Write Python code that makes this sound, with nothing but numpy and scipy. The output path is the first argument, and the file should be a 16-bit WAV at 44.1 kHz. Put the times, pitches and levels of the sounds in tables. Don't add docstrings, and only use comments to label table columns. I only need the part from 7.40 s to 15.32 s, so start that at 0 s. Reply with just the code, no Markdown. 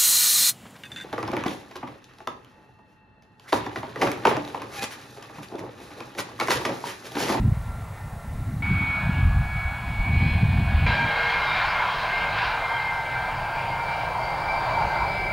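import sys
import numpy as np
from scipy import signal
from scipy.fft import rfft, irfft, next_fast_len
from scipy.io import wavfile
from scipy.ndimage import uniform_filter1d

SR = 44100
rng = np.random.default_rng(int(sys.argv[2]) if len(sys.argv) > 2 else 0)


def pcm_store(signal):
    levels = np.round(np.clip(np.atleast_2d(signal), -1, 1) * 32767)
    wavfile.write(sys.argv[1], SR, levels.astype(np.int16).T)


def gain_from_db(level_db):
    decades = np.asarray(level_db, float) / 20
    return 10 ** decades


N = 349272
T = np.arange(N) / SR
SLOW = T[::32]
SIZE = next_fast_len(N, real=True)
FREQ = np.maximum(np.arange(SIZE // 2 + 1) * SR / SIZE, 1)

VIEW_STARTS = [
    0,
    1.2225,
    3.4635,
    8,
]

# frequency in Hz, level in dB per Hz.
HISS_COLOUR = [(200, -1.5), (6000, -2.5), (9000, -0.5), (12000, -1.5), (13500, -8.5), (14700, -14),
               (15300, -11), (16000, -3.5)]
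# frequency in Hz,
# level in dB.
CAMERA_TONES = [(9093, -80), (11574, -81), (12813, -85), (13227, -87), (15125, -86), (15325, -88),
                (15625, -69), (15675, -85)]
# frequency in Hz, level in dB.
MOTOR_TONES = [(413.5, -66), (827, -60), (7441, -82), (9921, -83), (11161, -83)]
# time in seconds, pitch in Hz, level in dB.
BIRD_NOTE = [
    (3.23, 3290, -99),
    (3.27, 3260, -60),
    (3.34, 3140, -57),
    (3.4, 3090, -99),
]

# centre in seconds, peak in dB, half length in seconds, sharpness in dB per octave.
GUSTS = [(0, -16, 0.03, 1), (0.07, -26, 0.036, 5.5), (0.676, -33.5, 0.12, -1.5), (0.252, -28.5, 0.16, -2.5),
         (0.967, -28, 0.053, -4), (1.305, -26.5, 0.22, 3), (1.316, -20, 0.039, 2.5), (1.705, -27, 0.1, 1.5),
         (1.79, -21.5, 0.031, 1.5), (1.887, -23, 0.04, 2.5), (1.97, -20, 0.077, -4.5),
         (2.207, -29.5, 0.084, -6.5), (2.437, -28.5, 0.16, -1), (2.6, -26, 0.029, -11.5),
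         (2.799, -19.5, 0.1, 3), (2.952, -23, 0.026, -1), (3.047, -27, 0.038, -4),
         (3.019, -20.5, 0.19, 0.5), (3.198, -26.5, 0.045, 6.5), (3.407, -18.5, 0.12, -2),
         (3.597, -32.5, 0.16, 7)]
# centre in seconds, peak in dB, half length in seconds,
# sharpness in dB per octave.
PUFFS = [
    (5.95, -51, .08, -2),
    (7.45, -35.5, 0.036, -4),
    (7.63, -34.5, 0.029, -8),
]
# time in seconds, peak in dB, pitch in Hz.
THUMPS = [(0.027, -20, 112), (0.057, -8.5, 113), (0.09, -6.5, 103), (0.125, -9.5, 112), (0.175, -14.5, 102),
          (1.116, -21, 85), (1.143, -18, 134), (1.17, -20, 106), (1.237, -17, 108), (1.274, -24, 93),
          (1.294, -21, 83), (1.317, -16.5, 133), (1.335, -12, 107), (1.357, -23, 107), (1.414, -21, 107),
          (1.438, -19.5, 168), (1.674, -21, 107), (1.697, -12.5, 158), (1.727, -19, 76), (1.773, -16, 95.5),
          (1.814, -21, 84), (1.835, -8, 93), (1.858, -6, 71), (1.879, -11, 68), (1.905, -14, 57),
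          (1.935, -15, 81), (1.978, -15, 75.96), (1.999, -13, 84), (2.027, -23, 67), (2.162, -18.5, 116),
          (2.603, -21.5, 57.92), (2.636, -23, 86), (2.688, -20, 88), (2.737, -11.5, 95), (2.775, -9, 75),
          (2.826, -16.5, 82.5), (2.867, -13.5, 124), (2.923, -14, 64), (2.958, -11, 108), (2.992, -20, 100),
          (3.034, -7.5, 120), (3.055, -9.5, 111), (3.089, -15, 133), (3.11, -21, 101), (3.139, -25, 131),
          (3.165, -12, 82), (3.191, -12, 109), (3.227, -13, 106), (3.254, -20, 119), (3.276, -19, 96),
          (3.302, -22, 81), (3.33, -18, 97), (3.353, -10.5, 63), (3.394, -29, 67), (3.427, -13.5, 122),
          (3.458, -11.5, 94), (3.495, -22, 98), (3.528, -22, 85), (3.578, -24, 93), (3.648, -23, 101)]
# time in seconds, level in dB, exhaust thrum in dB.
RUMBLE = [(0, -46.5, 15), (3.7, -37.5, -3.5), (4.9, -38, -3.5), (5.5, -40, 0), (6, -40, 5.5),
          (6.8, -38.5, 2.5), (7.5, -36.5, 0), (7.92, -35.5, 0)]
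# frequency in Hz, level in dB per Hz.
GUST_COLOUR = [(10, -14), (25, -13), (50, -1.5), (90, -0.5), (140, -5), (200, -9.5), (300, -25), (450, -43)]
# frequency in Hz, level in dB per Hz.
RUMBLE_COLOUR = [(10, -16), (22, -2), (43, -1), (76, -5), (141, 0.5), (170, -7), (215, -15), (450, -29.5)]

# time in seconds, jet level in dB, how far the intake faces the microphone in dB.
ROAR = [
    [(0, -48, 0.5), (.5, -47.5, -1.5), (1.222, -51.5, 2)],
    [(1.222, -43, 4), (1.65, -39.5, 2), (2.0, -42.5, 0), (2.5, -41.5, 0.5), (2.85, -40.5, 5.5),
     (3.463, -39, 1.5)],
    [(3.463, -34, 9.5), (4.0, -32.5, 9), (4.45, -32, 6.5), (5.0, -32.5, 5), (5.5, -35, 2.5),
     (6.25, -33.5, -1), (6.8, -32.5, -1.5), (7.42, -28, -4), (7.92, -34, -3.5)],
]
# frequency in Hz, level in dB per Hz.
TAIL_COLOUR = [(300, -19), (480, -5.5), (650, -1), (850, 0), (1200, -5.5), (1700, -11.5), (2100, -9.5),
               (2600, -19.5), (3200, -25), (4000, -22), (5000, -35), (7000, -45)]
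# frequency in Hz, level in dB per Hz.
NOSE_COLOUR = [(300, -13), (490, -17), (750, 4), (1200, -2), (1450, 2.5), (2000, -12.5), (2250, -5),
               (2700, -12.5), (3500, -18.5), (4300, -24), (5300, -32), (7000, -69)]
# frequency in Hz, level in dB per Hz.
TURN_COLOUR = [(300, -18.5), (450, -17), (650, -3.5), (950, 1), (1200, -11), (1450, -4), (1780, -13.5),
               (1960, -17.5), (2350, -15), (3500, -26.5), (4300, -28.5), (4800, -25.5), (5400, -39.5),
               (7000, -42)]
# time in seconds, frequency factor.
HUMP_SHIFT = [
    (3.7, 0.99),
    (4.5, 1.074),
    (5.5, 1),
]
# centre in seconds, frequency in Hz, change in dB, half
# length in seconds.
ROAR_CHANGES = [(1.35, 690, -5.5, 0.17), (2.97, 1330, -11, 0.46), (5.7, 1140, -6.5, 0.089),
                (7.2, 1730, -2, 0.87), (4.9, 1750, -4, 0.06), (8.7, 1300, -1, .2), (3.2, 470, 7.5, 0.64),
                (6.9, 4900, 2, 0.67), (7.76, 4000, 4, 0.47), (7.77, 386, 8, 0.37), (2.2, 2200, -1.5, 0.37),
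                (5.6, 1700, -0.5, .3), (6.6, 1480, -1.5, 1), (7.3, 870, -0.5, 0.21), (4.66, 1400, -4, 0.15),
                (1.2, 410, 2, .15), (2.6, 2220, -8, .07), (6.2, 2500, 6, 0.18), (7.8, 1300, -2.5, 0.11),
                (1.33, 380, -6, .08), (3.67, 360, 6, 0.22), (4.6, 670, 3.5, .12), (3.55, 4200, -0.5, .1),
                (4.62, 3800, 2, 0.11), (5.07, 3800, 1.5, 0.11), (5.07, 4800, 2.5, 0.077), (4.65, 4200, 1, 0.1),
                (7.8, 1040, -3.5, 0.1), (2.4, 370, -9, .1)]
# centre in seconds, lift in dB, half length in seconds.
FLARES = [(3.5, 4, 0.13), (4.2, 2.5, 0.073), (3.6, -2.5, 0.098), (6.6, 2, 0.092), (5.06, 2.5, 0.056),
          (8, -1, 0.071), (4.76, 2, 0.08), (5, 5, 0.087), (7.75, 1.5, 0.18), (8.6, 3, 0.089)]
# time in seconds, centre in Hz, level in dB.
NOZZLE = [(5.7, 4645, -75), (6.0, 4660, -58), (6.25, 4660, -62), (6.4, 4680, -58), (6.76, 4650, -61),
          (6.85, 4640, -51), (7.0, 4680, -57), (7.15, 4640, -54), (7.33, 4650, -52), (7.45, 4680, -54),
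          (7.58, 4800, -56), (7.72, 4860, -53), (7.92, 4850, -57)]

TAIL_STAGES = [1, 1.331, 1.485]
STAGES = [1, 1.333, 1.467, .583]
# time in seconds, pitch in Hz.
BLADE_RATE = [(0, 1372), (.3, 1370), (1.222, 1365), (1.223, 1682), (1.8, 1678), (2.7, 1681), (3.463, 1678),
              (3.464, 1608), (3.96, 1606), (4.46, 1595), (4.72, 1588), (4.9, 1590), (5.1, 1580),
              (5.4, 1578), (5.65, 1572), (5.85, 1583), (6.15, 1593), (6.5, 1590), (6.93, 1583), (7.3, 1578),
              (7.92, 1575)]
# time in seconds, speed factor.
SECOND_SPOOL = [
    (4.75, 1),
    (5.0, 1.009),
    (5.5, 1.015),
    (5.68, 1),
]
# centre in seconds, peak in dB, half length in seconds.
SWELLS_1 = [(.33, -48.5, 0.076), (0.11, -54, .1), (.85, -58, 0.071), (1.03, -55, 0.062),
            (1.82, -39.5, 0.23), (2.31, -42, 0.23), (2.86, -44.5, 0.15), (3.35, -41, 0.08),
            (3.59, -26, 0.08), (3.72, -32, 0.03), (4.85, -38, 0.1), (5.65, -42, 0.088), (7.2, -40, 0.11),
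            (3.87, -32, 0.18), (4.23, -34, 0.031), (5.19, -35.5, 0.54), (5.8, -32.5, 0.07),
            (6.14, -38, 0.14), (6.61, -39, 0.1), (7.52, -36, 0.029), (7.83, -37, 0.044)]
# centre in seconds, peak in dB, half length in seconds.
SWELLS_2 = [(2.92, -38.5, 0.086), (4.12, -39, .04), (.2, -67, .15), (.6, -59, .15), (.9, -60, 0.039),
            (1.35, -27.5, 0.12), (1.53, -28.5, 0.096), (1.78, -35, 0.069), (2.22, -34.5, 0.15),
            (2.74, -30, 0.14), (3.19, -38, 0.54), (3.5, -32.5, 0.037), (3.99, -35, 0.029),
            (3.94, -32, 0.23), (4.38, -31.5, 0.064), (4.76, -30.5, 0.072), (5.48, -32, 0.21),
            (6.38, -40, 0.051), (7.54, -40.5, 0.11), (7.84, -40, 0.07), (4.86, -35.5, 0.05),
            (5.28, -42, 0.045), (5.8, -45, 0.12), (6.9, -44, 0.079)]
# centre in seconds, peak in dB, half length in seconds.
SWELLS_3 = [(.3, -63, .1), (.6, -55, .06), (1.0, -64, .1), (1.52, -39, 0.15), (2.84, -37, 0.12),
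            (3.04, -42, 0.1), (3.43, -39.5, 0.09), (3.5, -36, 0.057), (3.63, -30, 0.05), (3.93, -35, 0.045),
            (4.13, -33, 0.062), (4.27, -35, 0.11), (5.78, -34, 0.016), (6.55, -39.5, 0.13),
            (7.13, -32, 0.05), (7.39, -36.5, 0.065), (7.67, -33.5, 0.06), (7.9, -32.5, 0.064),
            (3.467, -27, 0.011), (5.1, -41, 0.037), (5.35, -45, 0.12), (6.38, -45, 0.035),
            (7.77, -36.5, 0.17), (3.2, -45.5, .12)]
# centre in seconds, peak in dB, half length in seconds.
SWELLS_4 = [(3.5, -40, 0.04), (3.62, -28.5, 0.029), (3.909, -38.5, 0.064), (4.44, -45, 0.096),
            (4.74, -43, 0.046), (5.48, -38, 0.26), (6.54, -33.5, 0.34), (7.17, -32, 0.079),
            (7.4, -30, 0.078), (7.58, -32.0, 0.061), (7.76, -40, 0.12)]
# centre in seconds, peak in dB, half length in seconds.
SWELLS_HALF = [
    (3.86, -42, 0.15),
    (4.7, -49, 0.19),
    (5.2, -49, 0.25),
    (6.4, -56.5, 0.36),
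]
BETWEEN_DB = [
    (-59, -62.5, -63),
    (-55, -60, -51.5),
    (-46.5, -44, -44.5, -72),
]
SUM_PAIRS = [(0, 0), (0, 1), (0, 2), (1, 1)]
SUM_DB = [
    (-73, -90, -90, -76),
    (-59, -66, -61, -66.5),
    (-55, -66, -58, -65),
]
SUM_DRIFT = [
    (0, 0, 0, 0),
    (1.5, -1, 2, 3),
    (-.5, .5, .5, -.5),
]
# centre in seconds, lift in dB, half length in seconds.
SUM_SWELLS = [
    [(1.55, 2, 0.12), (1.83, -6, 0.11), (2.3, 4, 0.39), (2.72, -6, .05), (2.95, 4, .12), (3.3, 1, 0.11),
     (3.7, 3.5, .2), (4.5, 8, 0.1), (4.78, 0, 0.051), (5.05, 6, .08), (5.37, 10, .1)],
    [(1.5, 5, 0.16), (2.0, -4, .15), (2.85, 3, .06), (3.2, 4, .2), (3.5, 4, .05), (4.12, 17, .08)],
    [(1.45, 0, .2), (1.85, -1, .1), (2.2, 3, 0.22), (2.6, 1, .05), (2.9, 5, .17), (3.5, 10.5, 0.058),
     (4.1, 6, .1), (4.3, -1, 0.068), (6.6, 3, .08)],
    [(1.45, 1, .25), (2.2, 4, .3), (3.0, -6, .2), (3.38, 1, .06), (7.8, 13, .13)],
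]

# frequency in Hz, level in dB.
SIDE_COLOUR = [(900, -55), (1500, -43.5), (2100, -27.5), (2800, -19), (4000, -29), (8000, -20),
               (15000, -22)]
# frequency in Hz, threshold in spreads.
SIDE_SHY = [(1400, .4), (2000, -.8), (3000, -.8), (3600, .1), (6500, .2), (7500, .6), (15000, 1.3)]


def fast(slow):
    return np.interp(T, SLOW, slow)


def curves(table):
    s, *columns = np.transpose(table)
    return np.array([np.interp(SLOW, s, column) for column in columns])


def walk(rate):
    held = max(int(len(SLOW) / T[-1] / rate), 1)
    steps = np.repeat(rng.standard_normal(len(SLOW) // held + 1), held)
    smooth = uniform_filter1d(uniform_filter1d(steps, held), held)
    return 1.294 * smooth[:len(SLOW)]


def bell(s, half_s):
    return np.exp(-((SLOW - s) / half_s) ** 2)


def lifts(table):
    return sum(db * bell(s, half_s) for s, db, half_s in table)


def swells(s, db, half_s):
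    return gain_from_db(2 * db) @ bell(s[:, None], half_s[:, None])


def gate(view):
    seen = (SLOW >= VIEW_STARTS[view]) & (SLOW < VIEW_STARTS[view + 1])
    return uniform_filter1d(1. * seen, size=2)


def read(colour, hz):
    f, db = np.transpose(colour)
    return np.interp(np.log(hz), np.log(f), db)


def tint(x, colour):
    return irfft(rfft(x, SIZE) * gain_from_db(read(colour, FREQ)), SIZE)[:N]


def band_db(colour, lo_hz, hi_hz):
    inside = FREQ[(FREQ > lo_hz) & (FREQ < hi_hz)]
    return 10 * np.log10(gain_from_db(2 * read(colour, inside)).sum())


def turns(hz):
    return 2 * np.pi * np.cumsum(fast(hz)) / SR


def tone(phase, db, halo_db, halo_hz):
    straight = gain_from_db(db) * (1 + gain_from_db(halo_db) * walk(halo_hz))
    across = gain_from_db(db + halo_db) * walk(halo_hz)
    return np.sqrt(2) * (fast(straight) * np.sin(phase) + fast(across) * np.cos(phase))


def turbulence(gain, lo_hz, hi_hz, step, slow_db, quick_db, quick_rate):
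    white = rfft(rng.standard_normal(SIZE)) * np.sqrt(SIZE / 2)
    out, swell, octaves = 0, walk(3.4), np.log2(FREQ)
    for octave in np.arange(np.log2(lo_hz), np.log2(hi_hz), step):
        shape = np.clip(1 - abs(octaves - octave) / step, 0, 1)
        band = irfft(white * shape, SIZE)[:N]
        swell = 0.33 * swell + 0.081 * walk(3.36)
        motion_db = slow_db * swell + quick_db * walk(quick_rate)
        out = out + band * fast(gain(2 ** octave) * gain_from_db(motion_db))
    return out


def hiss():
    x = tint(rng.standard_normal(N), HISS_COLOUR)
    return gain_from_db(-55.5) * x / x.std()


def camera():
    lines = 0
    for hz, db in list(CAMERA_TONES) + list(MOTOR_TONES):
        lines = lines + gain_from_db(db) * np.sin(2 * np.pi * (hz * T + rng.random()))
    return np.sqrt(2) * lines


def bird():
    hz, db = curves(BIRD_NOTE)
    return tone(turns(hz), db, halo_db=-12, halo_hz=40)


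def thumps():
    out = np.zeros(N)
    for (s, db, hz), start in zip(THUMPS, rng.random(len(THUMPS))):
        near = slice(max(int((s - .04) * SR), 0), int((s + .04) * SR))
        cycles = (T[near] - s) * hz
        fade = np.exp(-(cycles / 0.55) ** 2)
        out[near] += gain_from_db(db) * fade * np.sin(2 * np.pi * (cycles + start))
    return out


def wind():
    drops_s, drop_length_s = 3.69, 0.0336
    pivot_hz, thrum_hz, thrum_octaves = 88.5, 100, 0.57
    bed_db = -2.5
    blowing = np.clip((drops_s - SLOW) / drop_length_s + .5, 0, 1)
    rumble_db, thrum_db = curves(RUMBLE)
    gust_own_db, rumble_own_db = band_db(GUST_COLOUR, 20, 350), band_db(RUMBLE_COLOUR, 20, 350)

    def blow(table, hz):
        s, db, half_s, sharp_db = np.transpose(table)
        octaves = max(np.log2(hz / pivot_hz), -1.2)
        return swells(s, db - gust_own_db + read(GUST_COLOUR, hz) + sharp_db * octaves, half_s)

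    def gain(hz):
        thrum = thrum_db * np.exp(-(np.log2(hz / thrum_hz) / thrum_octaves) ** 2)
        rumble = gain_from_db(rumble_db - rumble_own_db + read(RUMBLE_COLOUR, hz) + thrum)
        gusts = blowing * gain_from_db(2 * bed_db) * blow(GUSTS, hz)
        return np.sqrt(gusts + blow(PUFFS, hz) + rumble ** 2)

    bands = turbulence(gain, 14.03, 460, step=2 / 5, slow_db=-3.3, quick_db=1.6, quick_rate=21)
    lumps = gain_from_db((.6 + 1.1 * blowing) * walk(45))
    return bands * fast(lumps) + thumps()


def nozzle():
    hz, db = curves(NOZZLE)
    phase = turns(hz * (1 + .004 * walk(9)))
    return fast(gate(2)) * tone(phase, db - 13 + 2.5 * walk(28), halo_db=13, halo_hz=380)


def roar():
    intake_octaves, intake_top_hz = 1.5, 4250
    exhaust_under_hz, exhaust_share = 560, 0.4
    dip_octaves = 0.24
    shift = curves(HUMP_SHIFT)[0]
    eddy_db = 0.78 * walk(14) + lifts(FLARES)
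    colours = (TAIL_COLOUR, NOSE_COLOUR, TURN_COLOUR)
    intake_starts_hz = (1500, 950, 796)
    views = []
    for view, (table, colour, from_hz) in enumerate(zip(ROAR, colours, intake_starts_hz)):
        opening = gate(view) / gain_from_db(band_db(colour, 550, 880))
        views.append((*curves(table), colour, from_hz, opening))

    def gain(hz):
        seen_hz = hz / (shift if hz < 1400 else 1)
        bass = exhaust_share * np.clip(np.log2(exhaust_under_hz / hz), 0, 1)
        out = 0
        for jet_db, intake_db, colour, from_hz, opening in views:
            treble = np.clip(np.log2(hz / from_hz) / intake_octaves, 0, 1)
            treble = treble - np.clip(np.log2(hz / intake_top_hz), 0, 1)
            facing_db = (treble - bass) * intake_db + treble * eddy_db
            out = out + opening * gain_from_db(jet_db + facing_db + read(colour, seen_hz))
        change_db = 0
        for s, dip_hz, db, half_s in ROAR_CHANGES:
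            nearness = np.exp(-(np.log2(hz / dip_hz) / dip_octaves) ** 2)
            change_db = change_db + db * nearness * bell(s, half_s)
        return out * gain_from_db(change_db)

    return turbulence(gain, 280, 7200, step=1 / 6, slow_db=.8, quick_db=1.8, quick_rate=18)


def focus(view):
    out = []
    for table, db in zip((SWELLS_1, SWELLS_2, SWELLS_3, SWELLS_4), BETWEEN_DB[view]):
        rows = np.array(table)
        rows = rows[(rows[:, 0] >= VIEW_STARTS[view]) & (rows[:, 0] < VIEW_STARTS[view + 1])]
        out.append(10 * np.log10(gain_from_db(2 * db) + swells(*rows.T)))
    return np.array(out)


def sum_tones(view, phase, level_db, flutter_db, halo_db):
    on = gate(view) > 0
    intake_db = curves(ROAR[view]).sum(axis=0)
    swell_shares = (0.11, 0.37, 0.36, .03)
    out = 0
    for (a, b), share, db, drift_db, table in zip(
            SUM_PAIRS, swell_shares, SUM_DB[view], SUM_DRIFT[view], SUM_SWELLS):
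        parents_db = uniform_filter1d(level_db[a] + level_db[b], int(0.29 / SLOW[1]))
        move_db = 0.96 * intake_db + share * parents_db + drift_db * SLOW + lifts(table)
        sum_db = db + move_db - move_db[on].mean() - max(halo_db, 0)
        out = out + tone(phase[a] + phase[b], sum_db + flutter_db * walk(35), halo_db, halo_hz=190)
    return out


def whine(stages, view, flutter_db, wobble, wander, halo_db, sum_halo_db):
    hz, spool = curves(BLADE_RATE)[0], curves(SECOND_SPOOL)[0]
    level_db = focus(view)
    phase, out = [], 0
    for n, multiple in enumerate(stages):
        speed = spool if n > 1 else 1
        flutter = 1 + wobble * walk(30) + wander * walk(7)
        phase.append(turns(multiple * hz * speed * flutter))
        stage_halo_db = halo_db + 20 * np.log10(multiple)
        out = out + tone(phase[n], level_db[n] + flutter_db * walk(35), stage_halo_db, halo_hz=170)
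    out = out + sum_tones(view, phase, level_db, flutter_db, sum_halo_db)
    if len(stages) > 3:
        half_db = 10 * np.log10(gain_from_db(2 * -57) + swells(*np.transpose(SWELLS_HALF)))
        out = out + tone(phase[3] / 2, half_db, halo_db=-25, halo_hz=29.6)
    return fast(gate(view)) * out


def residue(x):
    whole, octaves, out = rfft(tint(x, SIDE_COLOUR), SIZE), np.log2(FREQ), 0
    for octave in np.arange(np.log2(1300), np.log2(15500), 1 / 5):
        band = irfft(whole * (abs(octaves - octave) < 1 / 10), SIZE)[:N]
        blink = np.clip(3 * (walk(43) - read(SIDE_SHY, 2 ** octave)), 0, 1)
        out = out + 2 * band * fast(blink)
    return out


def scene():
    jet = whine(TAIL_STAGES, view=0, flutter_db=0.7, wobble=0.0015, wander=.002, halo_db=-15, sum_halo_db=-4)
    jet = jet + whine(STAGES[:3], view=1, flutter_db=.6, wobble=.0022, wander=.0008, halo_db=-17, sum_halo_db=-12)
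    jet = jet + whine(STAGES, view=2, flutter_db=1.6, wobble=.0022, wander=.0026, halo_db=-11, sum_halo_db=6)
    broad = roar()
    mid = hiss() + camera() + bird() + wind() + nozzle() + broad + jet
    late_roar = np.roll(broad, int(.023 * SR))
    side = residue(late_roar + hiss())
    return np.array([mid + side, mid - side])


def band_limit(x):
    return signal.sosfilt(signal.butter(12, 15920, fs=SR, output="sos"), x)


def record(dry):
    rounded = np.tanh(2 * dry) / 2
    top_cut = signal.ellip(10, .2, 60, 15740, fs=SR, output="sos")
    mix = signal.sosfilt(top_cut, rounded)
    return band_limit(mix)


dry = scene()
out = record(dry)
pcm_store(out)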